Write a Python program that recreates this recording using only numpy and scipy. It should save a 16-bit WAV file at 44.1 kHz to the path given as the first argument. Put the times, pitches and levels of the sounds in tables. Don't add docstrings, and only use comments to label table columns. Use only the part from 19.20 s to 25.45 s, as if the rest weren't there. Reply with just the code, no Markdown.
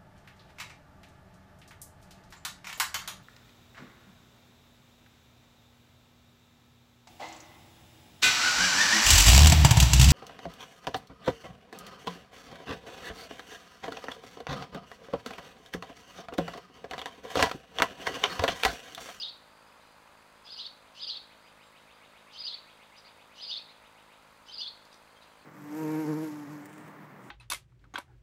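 import sys
import numpy as np
from scipy import signal
from scipy.fft import rfft, irfft, next_fast_len
from scipy.io import wavfile
from scipy.ndimage import uniform_filter1d

SR = 44100
rng = np.random.default_rng(int(sys.argv[2]) if len(sys.argv) > 2 else 0)


def transcribe(u):
    v = np.clip(np.atleast_2d(u).T, -1, 1)
    q = np.round(v * 32767).astype(np.int16)
    wavfile.write(sys.argv[1], SR, q)


N = 275625

# (crest time [s], foot [dB], climb [dB], arch [dB],
# hump [dB], slur [dB], flick [dB], foot pitch [Hz], arch stretch [factor], slur ceiling [Hz],
# slur lag [s], roughness [0-1])
CHIRPS = [ (.005, -60, -60, -39, -60, -34.5, -40, 3000, .9, 3810, 0.0027, 0.21),
          (1.378, -48.5, -44.5, -46, -57, -39, -41.5, 3450, 0.95, 4194, -0.0025, .38),
          (1.882, -49, -39.5, -37.5, -39.5, -35.5, -39, 3020, .8, 4210, -0.0038, .19),
          (3.256, -47.5, -41, -38, -52, -38, -39, 3080, 1, 4100, -.002, .19),
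          (4.288, -49, -41.5, -41, -46.5, -33.5, -36, 2980, 1.1, 3715, .006, .25),
          (5.394, -47, -44.5, -40, -51, -36.5, -38, 3080, 1.06, 3540, -0.00012, .2), ]
# (time from crest [s], offset from foot pitch [Hz], relative level [dB])
FOOT = [(-.112, -80, -10), (-.1, 0, -1), (-.084, 100, -3.5)]
# (time from crest [s], pitch [Hz], relative level [dB])
CLIMB = [(-.088, 3250, -10), (-.078, 3900, -5), (-.067, 4780, -2), (-.052, 5020, -0.5), (-.037, 4700, -.5),
         (-.026, 4100, -13)]
ARCH = [(-.022, 4000, -6), (-.01, 4680, 0), (0, 5000, -1), (.012, 4730, 0.5), (.026, 4330, 3),
        (0.045, 3950, -7)]
# (time from crest [s], pitch [Hz], relative level [dB])
HUMP = [(-.066, 3125, -10), (-.05, 3810, 2), (-.032, 3080, -4)]
SLUR = [(-.008, 2735, -20.5), (.011, 2940, -8), (.024, 3620, -0.5), (.035, 4103, -2), (.044, 4150, -4.5),
        (.058, 3284, -10)]
FLICK = [(.06, 3133, -7.5), (.075, 3580, -0.5), (.089, 4508, 0.5), (.1, 4470, -16.5)]
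# (pitch jitter [share], flutter [dB])
NEAR_TREMBLE = (.011, 2.3)
# (frequency [Hz], relative level [dB])
RASP_COLOUR = [(1800, -52), (2700, -1.5), (3600, -7.5), (5000, -4), (6300, -18.5), (7200, -25),
               (12000, -52)]
HOARSE_COLOUR = [(1800, -43), (2600, -6), (3200, 0.5), (4300, 4), (5100, -2), (6200, -21), (7500, -31),
                 (12000, -44)]
# (frequency of the harmonic [Hz], relative level [dB])
OVERTONE = [(5400, -11), (5850, -10), (6200, -15), (6450, -27), (6800, -44), (7600, -42), (10000, -42)]

# (time from its top [s], pitch [Hz], relative level [dB])
TRILL_SWEEP = [(-.066, 1618, -11), (-.05, 1951, 0.5), (-.038, 2187, 5.5), (-.026, 2527, 3.5),
               (-.01, 3072, 3), (-.003, 3715, 5), (.003, 3830, 2.5)]
# (time [s], whistle spacing [s])
TRILL_PACE = [(1.7, .1527), (2.45, .1449), (2.7, .1341), (4.05, .1255), (4.8, .1371)]
# (time [s], level [dB])
TRILL_EFFORT = [(1.69, -68), (2.15, -65.5), (3.4, -62), (4.3, -64.5), (4.94, -65)]
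# (time [s], length [s], start pitch [Hz], middle pitch [Hz], end pitch [Hz], level [dB], roughness [0-1])
SOFT_NOTES = [ (.57, 0.19, 4880, 4880, 4850, -72.5, 0.4), (1.248, .036, 5090, 4880, 4660, -53, 0.1),
              (2.2, 0.11, 4840, 4850, 4750, -67.5, 0.1), (2.421, .09, 7460, 7500, 7600, -75, 0),
              (2.736, .035, 4730, 4780, 4870, -65, .2), (3.762, 0.041, 4500, 5100, 4460, -55, 0.4),
              (3.764, .036, 6100, 5800, 5670, -65, 0), (3.84, 0.046, 3690, 4910, 4200, -53.5, 0.33),
              (4.38, 0.022, 2960, 2590, 2400, -50.5, 0.04), (4.479, 0.0385, 3500, 4130, 4140, -54, 0.3),
              (5.707, .03, 4160, 3780, 3520, -62, 0.4), (5.958, .022, 3180, 3210, 3190, -59, 0.2),
              (6.011, .034, 4180, 3700, 3670, -60.5, .7), ]
# (time [s], level [dB])
TICKS = [(5.653, -49.5), (5.729, -49), (5.743, -48.5), (6.031, -53)]
# (frequency [Hz], relative level [dB])
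TICK_COLOUR = [(1000, -31), (3000, -12), (4800, 11), (6500, -10), (8700, -5), (11000, -21.5), (15000, -28)]
# (time [s], level [dB])
TWITTER_LEVEL = [(0, -78), (.6, -68), (.9, -89), (2.3, -72), (3.5, -77), (5.1, -88), (5.7, -76),
                 (6.25, -66)]

# (delay [s], relative gain [factor])
WALL_ECHOES = [(.0036, 0.53), (.0078, 0.33), (.0091, 0.17), (0.014, 0.25), (0.0181, 0.3), (0.0288, 0.2),
               (0.047, 0.17)]
# (frequency [Hz], time to fall 60 dB [s])
TAIL_T60 = [(2000, 0.4), (4000, 0.53), (7000, 0.28)]
# (echoes [dB], scatter [dB], tail [dB], scatter's time to fall 60 dB [s])
NEAR_PATH = (-3, -5.5, -13, .16)
FARTHER_PATH = (-4, -4, -3, .2)
DISTANT_PATH = (-9, 1, 0, -1)
# (frequency [Hz], gain [dB])
MIC_PORT = [(2000, -2.5), (4900, -0.5), (5250, 2), (5520, -15), (5760, 1), (6300, 0.5)]

# (frequency [Hz], relative level [dB])
WASH_COLOUR = [(25, -11.5), (60, -2), (110, -9), (400, -6), (650, -2.5), (950, 1), (1400, -1), (2000, -6.5),
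               (3000, -10.5), (4800, -12), (5500, -21), (6400, -18), (10200, -21), (11200, -23.5),
               (15500, -26.5)]
# (time [s], gain [dB])
TRAFFIC_SWELL = [(0, 1), (1.2, 1), (1.998, 0), (3.2, 0), (4.6, 0.3), (5.498, 0.2), (6.25, 0)]
# (frequency [Hz], relative level [dB])
BUZZ_COLOUR = [(53, -7), (110, -6.5), (214, -2.5), (560, -1), (930, -3), (1650, -15), (2400, -10),
               (3300, -32), (4700, -39), (5500, -42), (6300, -36), (9000, -42)]
# (frequency [Hz], relative level [dB])
PIP_TONES = [(2100, 7.5), (2550, 9.5), (6300, -2.5), (8250, 0.5), (9200, -4), (10100, -2), (12200, -9)]


def sparrow(rasp_lead_s=0.1437, rasp_s=0.08, rasp_db=-13):
    voices, rasp_envelope = np.zeros((2, N))
    rasp_shape = signal.windows.tukey(int(rasp_s * SR), .5)
    for (crest, foot_db, climb_db, arch_db, hump_db, slur_db, flick_db,
         foot_hz, stretch, ceiling_hz, lag, rough) in CHIRPS:
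        foot = np.array(FOOT) + [0, foot_hz, 0]
        arch = np.array(ARCH) * [stretch, 1, 1]
        slur = np.minimum(SLUR, [np.inf, ceiling_hz, np.inf]) + [lag, 0, 0]
        upper = [(foot, foot_db), (CLIMB, climb_db), (arch, arch_db)]
        lower = [(HUMP, hump_db), (slur, slur_db), (FLICK, flick_db)]
        for gesture, db in upper + lower:
            add(voices, *whistle(np.array(gesture) + [crest, 0, db], *NEAR_TREMBLE, rough))
        add(rasp_envelope, crest - rasp_lead_s, amp(climb_db + rasp_db) * rasp_shape)
    return voices + rasp_envelope * noise(RASP_COLOUR)


def whistle(curve, jitter, flutter_db, rough=0., overtone_db=0):
    s, pitch, level = np.transpose(curve)
    t = np.arange(s.min(), s.max() + .002, 1 / SR)
    glide = uniform_filter1d(np.interp(t, s, pitch), size=220)
    hz = glide * (1 + jitter * wander(t, 330))
    phase = 2 * np.pi * np.cumsum(hz) / SR
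    overtone_gain = amp(overtone_db + at_frequency(OVERTONE, 2 * hz))
    tone = np.sin(phase) + overtone_gain * np.sin(2 * phase)
    tone += rough * noise(HOARSE_COLOUR, len(t))
    fades = np.clip(np.minimum(t - t[0], t[-1] - t) / 0.0014, 0, 1)
    envelope = amp(np.interp(t, s, level) + flutter_db * wander(t, 240))
    return t[0], np.sqrt(2) * tone * fades * envelope


def trill(start_s=1.686, count=25):
    out, s = np.zeros(N), start_s
    for _ in range(count):
        sweep = np.array(TRILL_SWEEP) + [s, 0, at_time(TRILL_EFFORT, s)]
        add(out, *whistle(sweep, jitter=0.011, flutter_db=2, overtone_db=-13))
        s += at_time(TRILL_PACE, s)
    return out


def soft_notes(edge_db=-9.5):
    out = np.zeros(N)
    for s, length, start_hz, middle_hz, end_hz, db, rough in SOFT_NOTES:
        bend = [(s, start_hz, db + edge_db),
                (s + length / 2, middle_hz, db),
                (s + length, end_hz, db + edge_db)]
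        add(out, *whistle(bend, *NEAR_TREMBLE, rough))
    return out


def ticks(decay_s=0.0019):
    envelope, t = np.zeros(N), np.arange(SR // 20) / SR
    for s, db in TICKS:
        add(envelope, s, amp(db) * np.exp(-t / decay_s))
    return envelope * noise(TICK_COLOUR)


def twitter(count=80):
    out = np.zeros(N)
    for slot, (when, pitch, slope) in enumerate(rng.random((count, 3))):
        s = (slot + when) / count * N / SR
        hz = 2800 + 2100 * pitch
        db = at_time(TWITTER_LEVEL, s)
        slur = [(s, hz, db), (s + .04, hz * (.85 + .3 * slope), db)]
        add(out, *whistle(slur, jitter=.03, flutter_db=4))
    return out


def yard(x, echo_db, scatter_db, tail_db, scatter_t60):
    t = np.arange(SR * 3 // 4) / SR
    scatter_noise, tail_noise = rng.standard_normal((2, len(t)))
    hz, when, bands = signal.stft(tail_noise, SR, nperseg=256)
    band_decay = amp(-60 * when / at_frequency(TAIL_T60, hz)[:, None])
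    tail = signal.istft(bands * band_decay, SR, nperseg=256)[1][:len(t)]
    tail *= np.minimum(t / 0.025, 1)
    scatter = scatter_noise * amp(-60 * t / scatter_t60) * np.minimum(t / 0.01, 1)
    response = (amp(scatter_db) * unit(scatter) + amp(tail_db) * unit(tail)) / np.sqrt(len(t))
    response[0] += 1
    for delay, gain in WALL_ECHOES:
        response[round(delay * SR)] += amp(echo_db) * gain
    return signal.fftconvolve(x, response / np.linalg.norm(response))[:N]


def town_wash(db=-59.5):
    steady = amp(db) * noise(WASH_COLOUR)
    middle_band = signal.butter(1, (600, 2000), "bandpass", fs=SR, output="sos")
    swell = amp(at_time(TRAFFIC_SWELL, np.arange(N) / SR))
    return steady + signal.sosfilt(middle_band, steady) * (swell - 1)


def camera_buzz(db=-64.5, hz=53.426, first_s=.0162, off_strength=0.67):
    on_s = np.arange(first_s, (N - SR / 100) / SR, 1 / hz)
    off_s = on_s + 1 / (7 * hz)
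    clicks = np.zeros(N)
    clicks[np.round(on_s * SR).astype(int)] = 1
    clicks[np.round(off_s * SR).astype(int)] = -off_strength
    return amp(db) * unit(coloured(clicks, BUZZ_COLOUR))


def camera_pips(db=-72, spread_db=3):
    out, t = np.zeros(N), np.arange(SR // 100) / SR
    for s in np.arange(1 / 48, N / SR, 1 / 20):
        for hz, tone_db in PIP_TONES:
            size, detune = np.clip(rng.standard_normal(2), -1.5, 1.5)
            pip = np.hanning(len(t)) * np.sin(2 * np.pi * hz * (1 + 0.0097 * detune) * t)
            add(out, s, amp(db + tone_db + spread_db * size) * pip)
    return out


def amp(db):
    return 10 ** (np.asarray(db) / 20)


def unit(x):
    return x / np.sqrt(np.mean(x ** 2) + 1e-20)


def at_time(points, s):
    return np.interp(s, *np.transpose(points))


def at_frequency(points, hz):
    f, value = np.transpose(points)
    return np.interp(np.log(hz + 1), np.log(f + 1), value)


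def coloured(x, points):
    size = next_fast_len(len(x) + 2048)
    gain = amp(at_frequency(points, np.fft.rfftfreq(size, 1 / SR)))
    return irfft(rfft(x, size) * gain, size)[:len(x)]


def noise(colour, samples=N):
    return unit(coloured(rng.standard_normal(samples), colour))


def wander(t, top_hz):
    rates = top_hz * np.geomspace(1 / 4, 1, num=12)
    cycles = np.outer(t, rates) + rng.random(len(rates))
    return np.sin(2 * np.pi * cycles).sum(1) / np.sqrt(len(rates) / 2)


def add(mix, s, sound):
    at = round(s * SR)
    sound = sound[max(-at, 0):]
    part = mix[max(at, 0):][:len(sound)]
    part += sound[:len(part)]


def scene():
    near = yard(sparrow() + soft_notes() + ticks(), *NEAR_PATH)
    farther = yard(trill(), *FARTHER_PATH)
    distant = yard(twitter(), *DISTANT_PATH)
    at_microphone = coloured(near + farther + distant, MIC_PORT)
    return (at_microphone + town_wash() + camera_buzz() + camera_pips())[None]


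def record(dry):
    lowpass = signal.firwin(511, 15750, window=("kaiser", 9), fs=SR)
    return signal.oaconvolve(dry, lowpass[None], "same")


dry = scene()
out = record(dry)
transcribe(out)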